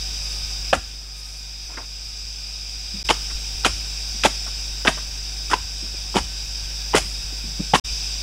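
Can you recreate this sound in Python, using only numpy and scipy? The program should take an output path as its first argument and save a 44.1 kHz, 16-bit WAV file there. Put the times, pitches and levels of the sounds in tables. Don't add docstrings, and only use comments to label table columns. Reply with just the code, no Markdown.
import sys
import numpy as np
from scipy import signal
from scipy.fft import rfft, irfft, next_fast_len
from scipy.io import wavfile
from scipy.ndimage import uniform_filter1d, map_coordinates

SR = 44100
rng = np.random.default_rng(int(sys.argv[2]) if len(sys.argv) > 2 else 0)


def to_linear_factor(level_db):
    exponent = np.asarray(level_db, float) / 20
    return 10 ** exponent


def master(y):
    cut = np.clip(np.atleast_2d(y).T, -1, 1)
    pcm = np.round(cut * 32767)
    wavfile.write(sys.argv[1], SR, pcm.astype(np.int16))


N = 362502


def unit(x):
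    return x / np.sqrt(np.mean(x ** 2) + 1e-20)


def along(points, hz):
    f, v = np.transpose(points)
    return np.interp(np.log(hz + 1), np.log(f + 1), v)


def curves(rows):
    s, *cols = np.transpose(rows)
    return [np.interp(np.arange(N) / SR, s, c) for c in cols]


def wobble(rate):
    knots = rng.standard_normal(int(N * rate / SR) + 4)
    return map_coordinates(knots, [np.arange(N) * rate / SR])


def spell(start, stop, edge):
    t = np.arange(N) / SR
    return np.clip(np.minimum(t - start, stop - t) / edge, 0, 1)


def filtered(x, response):
    m = next_fast_len(x.shape[-1] + 4096)
    return irfft(rfft(x, m) * response(np.fft.rfftfreq(m, 1 / SR)), m)[..., :x.shape[-1]]


def peak(f, hz, width):
    return 1j * f * width / (hz * hz - f * f + 1j * f * width)


def band(hz, width):
    return unit(filtered(rng.standard_normal(N), lambda f: peak(f, hz, width) ** 2))


def rush(spectrum, patchy_db):
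    z = signal.stft(rng.standard_normal(N), nperseg=512)[2]
    field = uniform_filter1d(uniform_filter1d(rng.standard_normal(z.shape), 4, 0), 12, 1)
    x = signal.istft(z * to_linear_factor(patchy_db * unit(field)), nperseg=512)[1][:N]
    return unit(filtered(x, lambda f: to_linear_factor(along(spectrum, f))))


def camera():
    # multiple of 50 Hz, level in dB.
    harmonics = [(1, -31.5), (2, -52), (3, -51), (4, -71), (5, -60.5), (258, -66), (259, -67)]
    frame_hz, lag_s = 50, .0089
    turn = 2 * np.pi * frame_hz * (np.arange(N) / SR - lag_s)
    hum = 0
    for k, db in harmonics:
        lag = np.pi / 2 if k > 1 else 0
        hum = hum + np.sqrt(2) * to_linear_factor(db) * np.cos(k * turn - lag)
    rumble = rush([(20, -2), (60, -1), (130, -12.5), (200, -30), (300, -31)], patchy_db=-5.0)
    hiss = filtered(rng.standard_normal((2, N)), lambda f: np.sqrt(1 + 900 / (f + 60) + (f / 11000) ** 2))
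    return hum + to_linear_factor(-45.0) * rumble + to_linear_factor(-52.5) * hiss


def far_forest():
    # frequency in Hz, density in dB per Hz.
    murmur = [(120, -16), (170, -1.5), (250, -6.5), (370, -4.5), (600, -7), (876, -6), (1200, -10),
              (1600, -5.5), (2200, -10.5), (2860, -34)]
    return to_linear_factor(-48.5) * rush(murmur, patchy_db=-0.5)


def cicadas():
    # time in seconds, chorus level in dB, singer level in dB.
    loudness = [(0, -31, -37), (.5, -31, -37.5), (1, -32, -39), (1.5, -31, -37.5), (2, -30.5, -34.5),
                (2.5, -30, -35), (3, -30, -30.5), (3.1, -30.5, -48), (3.6, -30.5, -43), (4.2, -30.5, -40),
                (4.8, -31, -47), (5.4, -31.5, -48), (6, -31, -49), (6.6, -31, -44), (7.2, -32.5, -39.5),
                (7.8, -30, -49), (7.9, -27.5, -38), (8.3, -29.5, -43)]
    # frequency in Hz, density in dB per Hz.
    song = [(1180, -56), (2000, -26.5), (2130, -22.5), (2360, -11.5), (2530, -9), (2870, -14.5),
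            (3430, -13), (3720, -6), (3920, -10.5), (4220, -21.5), (4700, -1.5), (5060, 1), (6030, -5.5),
            (6550, -15.5), (6900, -35), (8970, -46), (15200, -120)]
    # frequency in Hz, density in dB per Hz.
    overtone = [(6000, -35), (6900, -2.5), (7600, 1.5), (8600, -5.5), (9200, -14), (11000, -21.5),
                (14000, -34), (16000, -34)]
    # frequency in Hz, width in Hz, level in dB.
    body_modes = [
        (2473, 400, -17),
        (3384, 190, -17),
    ]
    click_hz = 106.14
    chorus_db, singer_db = curves(loudness)
    swell_db = 0.13 * wobble(3.67) + 0.37 * wobble(11)
    crowd = rush(song, patchy_db=1.07) + to_linear_factor(-14.0) * rush(overtone, patchy_db=1.0)

    turns = np.arange(int(N / SR * click_hz * 2))
    jitter = 1.5 * abs(3 + wobble(12)[turns * 200])
    at = np.round(turns * SR / (2 * click_hz) + jitter).astype(int)
    sizes = to_linear_factor(2.3 * rng.standard_normal(len(turns)))
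    drums = filtered(np.bincount(at, sizes, N), lambda f: peak(f, 4966, 230) ** 2)
    to_and_fro = np.bincount(at, sizes * (-1.) ** turns, N)
    body = filtered(to_and_fro, lambda f: sum(to_linear_factor(db) * peak(f, c, w) ** 2 for c, w, db in body_modes))
    return to_linear_factor(chorus_db + swell_db) * crowd + to_linear_factor(singer_db) * unit(drums + body)


def whistles():
    # frequency in Hz, width in Hz, level in dB, start in seconds, end in seconds.
    tones = [(5087, 54, -41, -0.5, 8.3), (5550, 15, -46, 3, 6.4), (1250, 4, -61.5, -1, 3.4),
             (1650, 21, -59, 6.5, 6.9), (751, 41, -59.5, -0.5, 8.3), (1524, 23, -60, -0.5, 8.3),
             (9670, 150, -61.5, 0, 8.3)]
    return sum(to_linear_factor(db) * spell(a - .05, b, .05) * band(hz, w) for hz, w, db, a, b in tones)


def leaves():
    # start in seconds, end in seconds, level in dB.
    rustles = [
        (0.193, 0.448, -51),
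        (1.126, 1.45, -46),
    ]
    crackle = unit(band(8100, 4500) * to_linear_factor(2.1 * wobble(150)))
    return crackle * sum(to_linear_factor(db) * spell(a, b, 0.066) for a, b, db in rustles)


def soil():
    # start in seconds, level in dB, pitch in Hz, 60 dB decay time in seconds.
    thuds = [(.735, -25.5, 250, 0.11), (0.759, -24.5, 66.5, 0.14), (2.938, -33.5, 168, 0.14),
             (3.108, -22, 382, 0.046), (3.65, -29, 164, 0.061), (3.678, -33, 69, .3), (4.14, -42, 197, 0.1),
             (4.244, -31, 213, 0.077), (4.871, -29, 197, 0.11), (4.9, -45, 75, .3),
             (5.531, -41, 200, 0.096), (5.598, -42, 72, 0.33), (5.825, -38.5, 248, 0.13),
             (5.939, -41, 292, 0.051), (6.155, -12.5, 175, 0.07), (6.192, -31, 64.6, 0.28),
             (6.251, -42, 64.7, .2), (6.946, -27, 164, 0.11), (6.969, -40, 76.5, 0.5),
             (7.048, -40, 178, 0.11), (7.322, -37, 244, 0.059), (7.438, -37.5, 195, 0.13),
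             (7.471, -41, 146, 0.24), (7.593, -20, 166, 0.093), (7.734, -14, 155, 0.051),
             (7.744, -25.5, 298, 0.037)]
    out, t = np.zeros(N + SR), np.arange(SR // 3) / SR
    sink = t + 0.0039 * (1 - np.exp(-t / 0.008))
    for s, db, hz, t60 in thuds:
        loose = unit(filtered(rng.standard_normal(len(t)), lambda f: peak(f, hz, 0.61 * hz) ** 2))
        fade = to_linear_factor(-60 * t / max(t60, .02)) * (1 - np.exp(-t * hz / 0.62))
        swing = np.sin(2 * np.pi * hz * sink)
        out[round(s * SR):][:len(t)] += to_linear_factor(db + 1) * fade * (swing + 1.44 * loose)
    return out[:N]


def contacts():
    # start in seconds, hold in seconds, level in dB, middle ring in Hz, grit in dB.
    crunches = [(0.7323, 0.017, -22, 1186, -11), (1.685, 0.16, -44, 1177, -23),
                (1.7755, 0.011, -28.5, 1300, -28), (3.091, .022, -16.5, 997, -12),
                (3.302, 0.0046, -31, 1090, -20), (3.648, 0.018, -16, 1087, -10),
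                (4.235, 0.0073, -17.5, 1970, -9.5), (4.249, 0.0089, -14.5, 637, -12),
                (4.464, 0.015, -33.5, 1130, -12), (4.851, 0.011, -19.5, 550, -16),
                (4.881, 0.0096, -14.5, 793, -16), (4.971, .013, -32.5, 1177, -22),
                (5.499, 0.02, -27.5, 990, -8.5), (5.514, 0.027, -22, 1115, -21),
                (6.15, 0.036, -22, 607, -10.5), (6.9495, 0.03, -17.5, 875, -5.5),
                (7.5906, 0.012, -45, 520, -26), (7.741, 0.019, -21, 970, -6.5)]
    # time in seconds, level in dB, ring in Hz, crack in dB.
    landings = [(.7284, -8.5, 550, -6), (1.7728, -25, 1420, -25), (3.0883, -15, 2090, 10.5),
                (3.638, -30, 900, -8), (4.2365, -21, 1580, 10.5), (4.8492, -18, 1450, -5),
                (5.5145, -25.5, 1390, -9), (6.1425, -25, 890, -9), (6.933, -26, 895, -3),
                (7.7352, -10.5, 806, -5)]
    # time in seconds, level in dB, ring in Hz, crack in dB.
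    jolts = [(0.7299, -12.5, 1650, -8), (.7323, -5.5, 730, -17), (0.7377, -11, 1390, -21),
             (1.7775, -44, 1420, -25), (3.1006, -13, 900, -4), (3.1052, -14, 805, 4.5),
             (3.1094, -17, 366, -8), (3.647, -12, 1340, 8.5), (3.6538, -14, 910, 1), (3.662, -12, 406, 3),
             (4.2461, -17.5, 924, 7), (4.2512, -8, 585, -3), (4.2583, -11, 907, -1), (4.2633, -16, 750, -2),
             (4.872, -9.5, 1600, 4), (4.876, -7, 1890, 2), (4.8805, -10.5, 1250, -8),
             (5.5328, -6.5, 1003, -9.5), (5.5375, -12, 885, -2), (6.1582, -13, 390, -17),
             (6.166, -12, 900, 0.5), (6.176, -14.5, 1000, -10), (6.9379, -12.5, 860, -5),
             (6.9462, -3, 427, -26), (6.9608, -24, 1330, -13), (6.965, -11, 1390, -6),
             (7.7378, -7.5, 870, -8), (7.7461, -14.5, 1070, 5), (7.7524, -7, 856, -0.5),
             (7.7568, -8.5, 1084, -19)]
    gap_s, gap_scatter = .0048, .4
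    stop_db, stop_s, settle_db_per_s = 8.5, 0.0028, 586
    loosen_db_per_s = 260

    start, hold, db, hz, grit_db = np.transpose(crunches)[..., None]
    slip, pitch = rng.standard_normal((2, len(crunches), 40))
    steps = np.arange(40)
    t = gap_s * (steps + gap_scatter * np.tanh(slip) * (steps > 0))
    late = np.maximum(t - hold, 0)
    level = db - stop_db * np.tanh(late / stop_s) - settle_db_per_s * late
    ring = np.clip(hz * np.exp(.35 * pitch), 390, 2190)
    knock = np.full_like(t, -11)
    grit = grit_db + loosen_db_per_s * late
    crack = 5.5 + 0.71 * grit
    small = np.stack([start + t, level, ring, knock, crack, grit], axis=-1)
    hard = [(s, d, f, -12.5, c, -28.5 + .5 * c) for s, d, f, c in [*landings, *jolts]]
    return [*hard, *small[level > -58]]


def pole():
    # frequency in Hz, density in dB.
    grit_spectrum = [(3500, -14), (4600, 1), (7000, 3), (10000, -2.5), (14000, -19)]
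    out, t = np.zeros(N + SR), np.arange(SR // 16) / SR

    def fade(t60):
        return to_linear_factor(-60 * t / t60) * (1 - np.exp(-t / 0.00042)) ** 2

    dull, bright = band(784, 1420), band(1450, 950)
    knock, crack = band(277.3, 440), band(2840, 1650)
    grit = unit(filtered(rng.standard_normal(N), lambda f: to_linear_factor(along(grit_spectrum, f))))
    for s, db, hz, low_db, crack_db, grit_db in contacts():
        at = slice(round(s * SR), round(s * SR) + len(t))
        body = bright if hz > 1000 else dull
        soft = np.clip((-6.0 - db) / 20, 0, 1)
        ring_t60 = (0.026 + 0.0045 * soft) * min(1, 1050 / hz) ** 0.54
        tone = (1.3 - 0.33 * soft) * np.sin(2 * np.pi * hz * t)
        ring = fade(ring_t60) * (tone + .5 * body[at])
        snap_hz = 3250 + 420 * np.sin(knock[at][0] * 9)
        snap = 0.54 * fade(0.014) * np.sin(2 * np.pi * snap_hz * t)
        thump = to_linear_factor(low_db - 4.0) * fade(0.038) * knock[at]
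        split = to_linear_factor(crack_db - 4) * (0.81 * fade(0.026) * crack[at] + snap)
        grind = to_linear_factor(grit_db + 1.5) * fade(0.04) * grit[at]
        out[at] += to_linear_factor(db + 2.0) * (ring + thump + split + grind)
    return filtered(out[:N], lambda f: 1 / (1 + 1j * f / 11000) ** 2)


def trees(x):
    # frequency in Hz, 60 dB decay time in seconds.
    decay = [(100, 0.48), (500, 0.15), (2000, 0.37), (8000, 0.99)]
    out, step = np.zeros(N + SR), SR // 2
    hz, t, z = signal.stft(rng.standard_normal((N // step + 1, SR // 4)), SR, nperseg=256)
    fade = to_linear_factor(-60 * t / along(decay, hz)[:, None])
    tails = signal.istft(z * fade, SR, nperseg=256)[1]
    for i, tail in zip(range(0, N, step), tails):
        wet = signal.fftconvolve(x[i:i + step], tail / np.linalg.norm(tail))
        out[i:][:len(wet)] += wet
    return out[:N]


def scene():
    # time in seconds, gain in dB.
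    camera_gain = [(0, 0), (.708, -0.5), (.724, -5.5), (.8, -5.5), (1, -6.5), (2, -6.5), (3.03, -4),
                   (3.05, -0.5), (4.9, -1), (5.2, -1.5), (5.5, -1), (5.6, -2), (6.4, -1.5), (7, 0),
                   (7.7, -1.5), (7.79, -0.5), (7.85, -1), (8.3, 0)]
    blows = pole() + soil()
    steady = cicadas() + whistles() + leaves() + far_forest() + camera()
    return blows + to_linear_factor(-12.5) * trees(blows) + to_linear_factor(curves(camera_gain)[0]) * steady


def top_cut(x):
    return signal.sosfilt(signal.butter(12, 16130, fs=SR, output="sos"), x)


def record(dry):
    # sound stops in seconds, returns in seconds, fade-in in seconds.
    gaps = [
        (3.0296, 3.035, 0.017),
        (7.798, 7.838, 0.012),
    ]
    t, top = np.arange(N) / SR, 1.02
    rounded = dry / (1 + abs(dry / top) ** 8) ** (1 / 8)
    cut = filtered(rounded, lambda f: f < 15770)
    for stop, back, fade in gaps:
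        cut = cut * np.where(t < stop, 1, np.clip((t - back) / fade, 0, 1) ** 2.0)
    return top_cut(cut)


dry = scene()
out = record(dry)
master(out)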